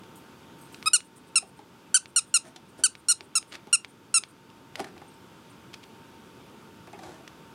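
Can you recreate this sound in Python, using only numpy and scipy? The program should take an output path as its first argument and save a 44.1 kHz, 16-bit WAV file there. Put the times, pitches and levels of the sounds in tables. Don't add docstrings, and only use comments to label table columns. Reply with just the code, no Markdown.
import sys
import numpy as np
from scipy import signal
from scipy.fft import rfft, irfft
from scipy.io import wavfile
from scipy.ndimage import uniform_filter1d

SR = 44100
rng = np.random.default_rng(int(sys.argv[2]) if len(sys.argv) > 2 else 0)


def digitize_waveform(pressure):
    field = np.atleast_2d(pressure).T
    bounded = np.clip(field, -1, 1)
    quanta = np.round(bounded * 32767).astype(np.int16)
    wavfile.write(sys.argv[1], SR, quanta)


N = 332514

# pitch_hz, level_db (per Hz)
HUM_SPECTRUM = [(40, -29), (75, -15), (95, -3.5), (181, -3.5), (366, -5), (669, -17.5), (904, -12.5),
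                (1030, -14.5), (1460, -14), (1850, -23), (2500, -20.5), (3600, -22), (4150, -28),
                (4650, -25.5), (5400, -28.5), (15100, -38), (16300, -46)]
# pitch_hz, t60_s
ROOM_DECAY = [(500, 0.27), (2500, 0.18), (6000, 0.15), (10000, .13), (15000, 0.048)]
# start_s, peak_db
SHAKES = [(0.1565, -44.5), (0.5844, -53), (0.611, -48), (0.6494, -55), (0.722, -48.5), (0.7594, -56),
          (0.7894, -56), (0.826, -51)]
# pitch_hz, level_db, t60_s
WIRE_MODES = [(7063, -9.5, .12), (8620, -10, 0.096), (8600, -11, .15), (9040, 0, .13), (10400, -22, .15),
              (10800, -13.5, .12), (11850, -11.5, .12), (13000, -8.5, 0.078), (12680, -22, 0.1),
              (13540, -13, 0.12), (14270, -17.5, 0.11)]
# start_s, length_s, level_db, start_hz, end_hz
PEEPS = [(5.078, 0.0196, -59, 9100, 8200), (5.139, 0.0053, -58, 9000, 7500)]
# start_s, level_db
SNIFFS = [(1.155, -53), (1.2655, -62.5), (1.563, -63.5), (2.679, -63), (2.775, -57.5), (5.491, -64)]
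# loudest_s, rise_s, fall_s, level_db, drag_db (on the tray, relative)
SCRABBLES = [(0.771, 0.26, 0.066, -60.5, -13), (2.46, 0.039, 0.071, -48, 2.5),
             (2.805, 0.05, 0.019, -51, 4.5), (3.545, .05, 0.034, -39.5, -5), (4.8, .07, 0.053, -46.5, 4.5),
             (4.88, 0.046, 0.033, -52, -2), (7.07, 0.13, 0.21, -53.5, 6.5)]
# pitch_hz, level_db (per Hz)
BEDDING_SPECTRUM = [(710, -70), (1200, -5), (1900, -11.5), (2920, -13.5), (4720, -15.5), (11500, -26),
                    (13100, -54), (15500, -56)]
# start_s, peak_db, contact_s, hardness_db (per octave, limited to -6..5),
# crack_db (against the ringing)
KNOCKS = [(1.425, -32, 0.005, -10, -6), (1.591, -34.5, 0.0047, -9, -6), (2.561, -30.5, 0.0044, -13, 5.5),
          (2.79, -35, 0.0035, -10, -17), (3.205, -38, 0.0056, 0, -11), (3.671, -36.5, 0.0055, -0.5, -6),
          (4.795, -22.5, 0.0048, 1, -2.5), (4.802, -24, 0.0043, -4.5, -1.5), (4.811, -33, 0.0025, -8, 14),
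          (4.843, -28, 0.0028, 11, 5), (4.964, -42, .003, 3, -5), (5.017, -35.5, 0.0034, 7, -6),
          (6.873, -39.5, 0.0069, 4, -1), (6.93, -33.5, 0.013, 3, -8), (6.99, -38, 0.0094, 1, -2),
          (7.034, -36, 0.013, 1, 1.5)]
# pitch_hz, level_db, t60_s
TRAY_MODES = [(387, -.5, 0.08), (547, -3, 0.02), (696, -2.5, 0.045), (794.6, 8, 0.022), (1187, -6, 0.03),
              (2082, -1, 0.007), (2630, -9, 0.01)]
# start_s, peak_db, ring_hz
TICKS = [(.0354, -39.5, 2520), (0.745, -29, 2560), (2.5647, -30.5, 3200), (3.5226, -25, 2400),
         (3.528, -27, 2394), (3.544, -27, 1930), (3.5536, -21.5, 1890), (4.5014, -38.5, 2800),
         (4.7557, -18.5, 2090), (4.7577, -23, 2030), (4.8455, -27, 2130), (4.9792, -36.5, 2300),
         (5.7325, -37, 2900), (5.736, -36, 3010), (5.7403, -26, 2530), (5.743, -27.5, 2290),
         (5.8317, -39, 3200), (5.8362, -37, 3300), (5.8394, -33, 2800), (7.2776, -27, 1900)]
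# start_s, peak_db
POPS = [(0.8271, -23), (1.0053, -23), (2.0579, -21), (2.9528, -21.5), (3.208, -17.5), (3.4277, -24.5),
        (3.8471, -15.5), (4.237, -14)]
# start_s, length_s, rise_s, level_db, start_db and sag_db (against level_db),
# start_hz, top_hz, let_go_hz, partial_1_db, partial_2_db, partial_3_db, partial_5_db, upper_partials_db,
# edge_db (upper slope above 10 kHz, per kHz), refill_wait_s (after the squeak ends)
SQUEAKS = [(0.8581, 0.03, 0.019, -20, -13.5, -1, 1215, 1287, 1299, 3.5, 1.5, 0.5, -17, 6.6, 3.5, 0.09),
           (0.9325, 0.04, 0.012, -13.5, -2.5, -7.5, 1418, 1461, 1303, -7.5, -2, -1, 0, 11, -0.6, 0.058),
           (1.3563, 0.034, 0.0042, -16.5, -1, -2.5, 1362, 1379, 1294, -9, -1, -6, -2.5, 11.2, -3, 0.066),
           (1.9427, 0.038, .013, -11.5, 0, -5.5, 1432, 1554, 1360, -7.5, -7, -5.5, -0.5, 8.3, -2, 0.087),
           (2.1604, 0.038, 0.0073, -16.5, 0, -3, 1426, 1435, 1302, -9, -6.5, -5, -.5, 10.8, -2, 0.061),
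           (2.3403, 0.038, 0.0077, -15, -0.5, -3, 1418, 1412, 1307, -8, -4.5, -4.5, 1, 10, -0.2, 0.073),
           (2.8365, 0.036, 0.0061, -13, -1.5, -6.5, 1420, 1550, 1336, -5.5, -5, -2.5, 0.5, 10.6, 0.5, 0.091),
           (3.0844, 0.045, .019, -15, -4.5, -2.5, 1360, 1443, 1332, -10, -12.5, -3, -2, 10.4, 0.9, 0.085),
           (3.353, 0.035, 0.0062, -19, -2.5, -2.5, 1344, 1368, 1297, -6.5, -6, -4.5, 0.5, 10, 1.5, 0.078),
           (3.7278, 0.033, 0.01, -14.5, -1.5, -3, 1375, 1408, 1337, -8.5, 1, -8, -1.5, 11.9, -3, 0.11),
           (4.141, 0.047, 0.011, -18.5, 2.5, -0.5, 1380, 1365, 1300, -7, -2, -7, -1, 11.9, -2.5, 0.084)]
# pitch_hz, level_db
REED_TOP = [(7000, -5.5), (7600, -14.5), (8300, -6), (9200, -4), (10000, -11.5), (11000, -24.5),
            (12500, -35.5), (14000, -47.5), (16000, -52.5)]

HUM_DB, WHINE_HZ, WHINE_DB = -50.5, 908.6, -62.5
SNIFF_S = 0.035
SCRABBLE_ENDS_DB, SCRABBLE_BEND = -27, 1.7
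TICK_RATTLE_DB = -9.5
POP_HZ, POP_RATTLE_DB = 2310, -17
REFILL_S, REFILL_DB = 0.053, -59
RISE_BEND, SAG_BEND = 1.4, 1.7
SAG_DB_BEND = 0.8
RELEASE_S, RELEASE_HZ, RELEASE_DB = 0.009, 105, -10.5
ATTACK_S, CLOSE_S = 0.0015, 0.0025
USUAL_HZ = 1410
FOURTH_DB, FOURTH_DB_PER_HZ = 0.25, -0.0235
TOY_ROOM_DB, CAGE_ROOM_DB = -19.5, -9.5
EDGE_HZ = 16400


def gain_of(db):
    return 10 ** (np.asarray(db) / 20)


def evened(x):
    return x / np.sqrt(np.mean(x ** 2) + 1e-20)


def peaked(x, db):
    return gain_of(db) * x / np.abs(x).max()


def smoothed_twice(x, width):
    return uniform_filter1d(uniform_filter1d(x, width), width)


def read(points, hz):
    f, value = np.transpose(points)
    return np.interp(np.log(hz + 1), np.log(f + 1), value)


def add(mix, s, sound):
    part = mix[round(s * SR):][:len(sound)]
    part += sound[:len(part)]


def coloured(x, points):
    spectrum_db = read(points, np.fft.rfftfreq(len(x), 1 / SR))
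    return irfft(rfft(x) * gain_of(spectrum_db), len(x))


def ring(modes, tilt_db=0., detune=0.93):
    t = np.arange(SR // 8) / SR
    total = 0
    for (hz, db, t60), factor in zip(modes, detune * np.ones(len(modes))):
        fading_db = db + tilt_db * np.log2(hz / 700) - 60 * t / t60
        total = total + gain_of(fading_db) * np.sin(2 * np.pi * hz * factor * t)
    return total


def hum():
    frames, hz = N // 256 + 5, np.fft.rfftfreq(1024, 1 / SR)
    real, imaginary, patches = rng.standard_normal((3, 513, frames))
    patches = evened(uniform_filter1d(uniform_filter1d(patches, 12, 0), 14, 1))
    level_db = read(HUM_SPECTRUM, hz)[:, None] + 0.75 * patches
    wash = signal.istft((real + 1j * imaginary) * gain_of(level_db), nperseg=1024, noverlap=768)[1][:N]
    return gain_of(HUM_DB) * evened(wash)


def whine():
    drift, flutter = (evened(smoothed_twice(v, 1500)) for v in rng.standard_normal((2, N)))
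    turns = np.cumsum(WHINE_HZ + 2.7 * drift) / SR
    return gain_of(WHINE_DB + 2.3 * flutter) * np.sqrt(2) * np.sin(2 * np.pi * turns)


def room(x):
    taps = np.zeros(SR // 2)
    at = np.arange(120, len(taps) - 20, 20)
    taps[at + rng.integers(0, 20, len(at))] = rng.choice([-1., 1.], len(at))
    hz, t, bands = signal.stft(taps, SR, nperseg=128)
    fading = gain_of(-60 * t / read(ROOM_DECAY, hz)[:, None])
    tail = signal.istft(bands * fading, SR, nperseg=128)[1]
    return signal.fftconvolve(x, tail / np.linalg.norm(tail))[:N]


def shake(db):
    chatter = rng.standard_normal(1500) ** 3 * np.exp(-np.arange(1500) / 500)
    detune = rng.uniform(0.9, 1.01, len(WIRE_MODES))
    rings = signal.fftconvolve(chatter, ring(WIRE_MODES, detune=detune))[:5000]
    hiss = coloured(rng.standard_normal(5000), [(5500, -30), (8000, -1.5), (12000, -2.5), (15500, -7.5)])
    hiss = hiss * np.exp(-np.arange(5000) / 1500)
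    return peaked(evened(rings) + 0.8 * evened(hiss), db)


def peep(length, db, start_hz, end_hz):
    hz = np.linspace(start_hz, end_hz, round(length * SR))
    tone = np.sqrt(2) * np.sin(2 * np.pi * np.cumsum(hz) / SR)
    return gain_of(db) * tone * signal.windows.tukey(len(hz), 0.6)


def puff(db, length):
    hole = [(6000, -29.0), (7800, -17.5), (9000, -6.5), (10000, -18.0), (12500, -27.5)]
    hiss = evened(coloured(rng.standard_normal(4000), hole))
    count = round(length * SR)
    return gain_of(db) * hiss[:count] * signal.windows.tukey(count, 0.6)


def sniff(db):
    return puff(db, SNIFF_S)


def scrabble(rise, fall, level_db, drag_db):
    t = np.arange(-rise, fall, 1 / SR)
    count = len(t)
    db = level_db + SCRABBLE_ENDS_DB * np.maximum(-t / rise, t / fall) ** SCRABBLE_BEND
    size = gain_of(3 * np.minimum(rng.exponential(1, count), 4))
    size = size * (rng.random(count) < 1500 / SR)
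    smear = rng.standard_normal(130) * np.exp(-np.arange(130) / 25)
    grains = signal.fftconvolve(size * rng.standard_normal(count), smear)[:count]
    grains = grains + 0.9 * rng.standard_normal(count)
    drag = signal.fftconvolve(grains, ring(TRAY_MODES))[:count]
    rustle = evened(coloured(grains, BEDDING_SPECTRUM)) + gain_of(drag_db) * evened(drag)
    return gain_of(db) * rustle * signal.windows.tukey(count, 0.15)


def knock(db, contact, hardness_db, crack_db):
    noise, u = rng.standard_normal(2000), np.arange(2000) / (contact * SR + 1)
    push = noise * (1 - np.exp(-3 * u)) * np.exp(-u)
    detune = rng.uniform(0.92, 1.065, len(TRAY_MODES))
    body = signal.fftconvolve(push, ring(TRAY_MODES, np.clip(hardness_db, -6, 5), detune))[:4000]
    crack = coloured(noise, BEDDING_SPECTRUM) * np.exp(-1.5 * u)
    add(body, 0, np.abs(body).max() * peaked(crack, crack_db))
    light = signal.lfilter(*signal.butter(2, 200, "high", fs=SR), body)
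    return peaked(light, db)


def snap(db, hz, rattle_db):
    t = np.arange(500) / SR
    click = np.exp(-((t - 0.00012) * hz * 3.2) ** 2) * np.sin(2 * np.pi * 1.5 * hz * (t - 0.00005))
    hollow = 0.33 * gain_of(-60 * t / 0.007) * np.sin(2 * np.pi * hz * t)
    soft = signal.lfilter(*signal.butter(2, 6000, fs=SR), click + hollow)
    rattle = coloured(rng.standard_normal(len(t)), [(1000, -38.5), (1600, -18.5), (2500, 3.0),
                                                    (5000, -2.5), (9000, -13), (15000, -26)])
    rattle_gain = gain_of(rattle_db - 60 * t / 0.018) * np.minimum(t / 0.0003, 1)
    return peaked(soft + rattle_gain * evened(rattle), db)


def claw_tick(db, hz):
    return snap(db, hz, TICK_RATTLE_DB)


def bulb_pop(db):
    return snap(db, POP_HZ, POP_RATTLE_DB)


def refill():
    return puff(REFILL_DB, REFILL_S)


def squeeze(length, rise, level_db, start_db, sag_db, start_hz, top_hz, let_go_hz):
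    t, let_go = np.arange(0, length, 1 / SR), length - RELEASE_S
    up = np.clip(1 - t / rise, 0, 1) ** RISE_BEND
    sag = np.clip((t - rise) / max(let_go - rise, 1e-3), 0, 1)
    off = np.clip((t - let_go) / RELEASE_S, 0, 1)
    db = level_db + start_db * up + sag_db * sag ** SAG_DB_BEND + RELEASE_DB * off
    hz = top_hz - (top_hz - start_hz) * up - (top_hz - let_go_hz) * sag ** SAG_BEND - RELEASE_HZ * off
    return db, hz


def squeak(*row):
    *press, first_db, second_db, third_db, fifth_db, upper_db, edge_db = row
    db, hz = uniform_filter1d(squeeze(*press), 100, mode="nearest")
    count = len(hz)
    fourth_db = FOURTH_DB + FOURTH_DB_PER_HZ * (hz.max() - USUAL_HZ)
    low_db = [first_db, second_db, third_db, fourth_db, fifth_db]
    wobble = evened(uniform_filter1d(rng.standard_normal(count), 60))
    turns = np.cumsum(hz * (1 + 0.002 * wobble)) / SR
    reed = 0
    for k in range(1, 12):
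        if k <= len(low_db):
            waver = evened(smoothed_twice(rng.standard_normal(count), 300))
            partial_db = low_db[k - 1] + 1.6 * waver
        else:
            above_khz = np.maximum(k * hz / 1e3 - 10, 0)
            partial_db = upper_db + edge_db * above_khz + read(REED_TOP, k * hz)
        lag = 1.3 * np.arctan2(k * hz * 1500, 8700 ** 2 - (k * hz) ** 2)
        reed = reed - gain_of(partial_db) * np.cos(2 * np.pi * k * turns - lag)
    air = evened(coloured(rng.standard_normal(count), [(600, -27), (1200, -14.0)] + REED_TOP))
    t = np.arange(count) / SR
    edges = np.minimum(np.minimum(t / ATTACK_S, t[::-1] / CLOSE_S), 1)
    return gain_of(db) * edges * (reed + gain_of(-18) * air)


def scene():
    near, behind = np.zeros((2, N))
    for table, source in ((SNIFFS, sniff), (KNOCKS, knock), (SHAKES, shake), (PEEPS, peep)):
        for s, *rest in table:
            add(behind, s, source(*rest))
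    for s, rise, *rest in SCRABBLES:
        add(behind, s - rise, scrabble(rise, *rest))
    for table, source in ((TICKS, claw_tick), (POPS, bulb_pop)):
        for s, *rest in table:
            add(near, s, source(*rest))
    for s, length, *rest, wait in SQUEAKS:
        add(near, s, squeak(length, *rest))
        add(behind, s + length + wait, refill())
    around = room(gain_of(TOY_ROOM_DB) * near + gain_of(CAGE_ROOM_DB) * behind)
    return (near + behind + around + hum() + whine())[None]


def record(dry):
    heard = signal.sosfilt(signal.butter(2, 70, "high", fs=SR, output="sos"), dry)
    power_db = 10 * np.log10(abs(uniform_filter1d(heard[0] ** 2, 700)) + 1e-12)
    over_db, t = np.maximum(power_db + 32, 1e-3), np.arange(N) / SR
    held_db = np.exp(np.maximum.accumulate(np.log(over_db) + t / 0.35) - t / 0.35)
    keep = np.exp(-1 / (0.6 * SR))
    memory_db = signal.lfilter([1 - keep], [1, -keep], held_db)
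    ducked = heard / gain_of(0.27 * uniform_filter1d(held_db, 200) + 0.07 * memory_db)
    band_limit = signal.firwin(511, EDGE_HZ, window=("kaiser", 9), fs=SR)
    return signal.oaconvolve(ducked, band_limit[None], "same")


dry = scene()
out = record(dry)
digitize_waveform(out)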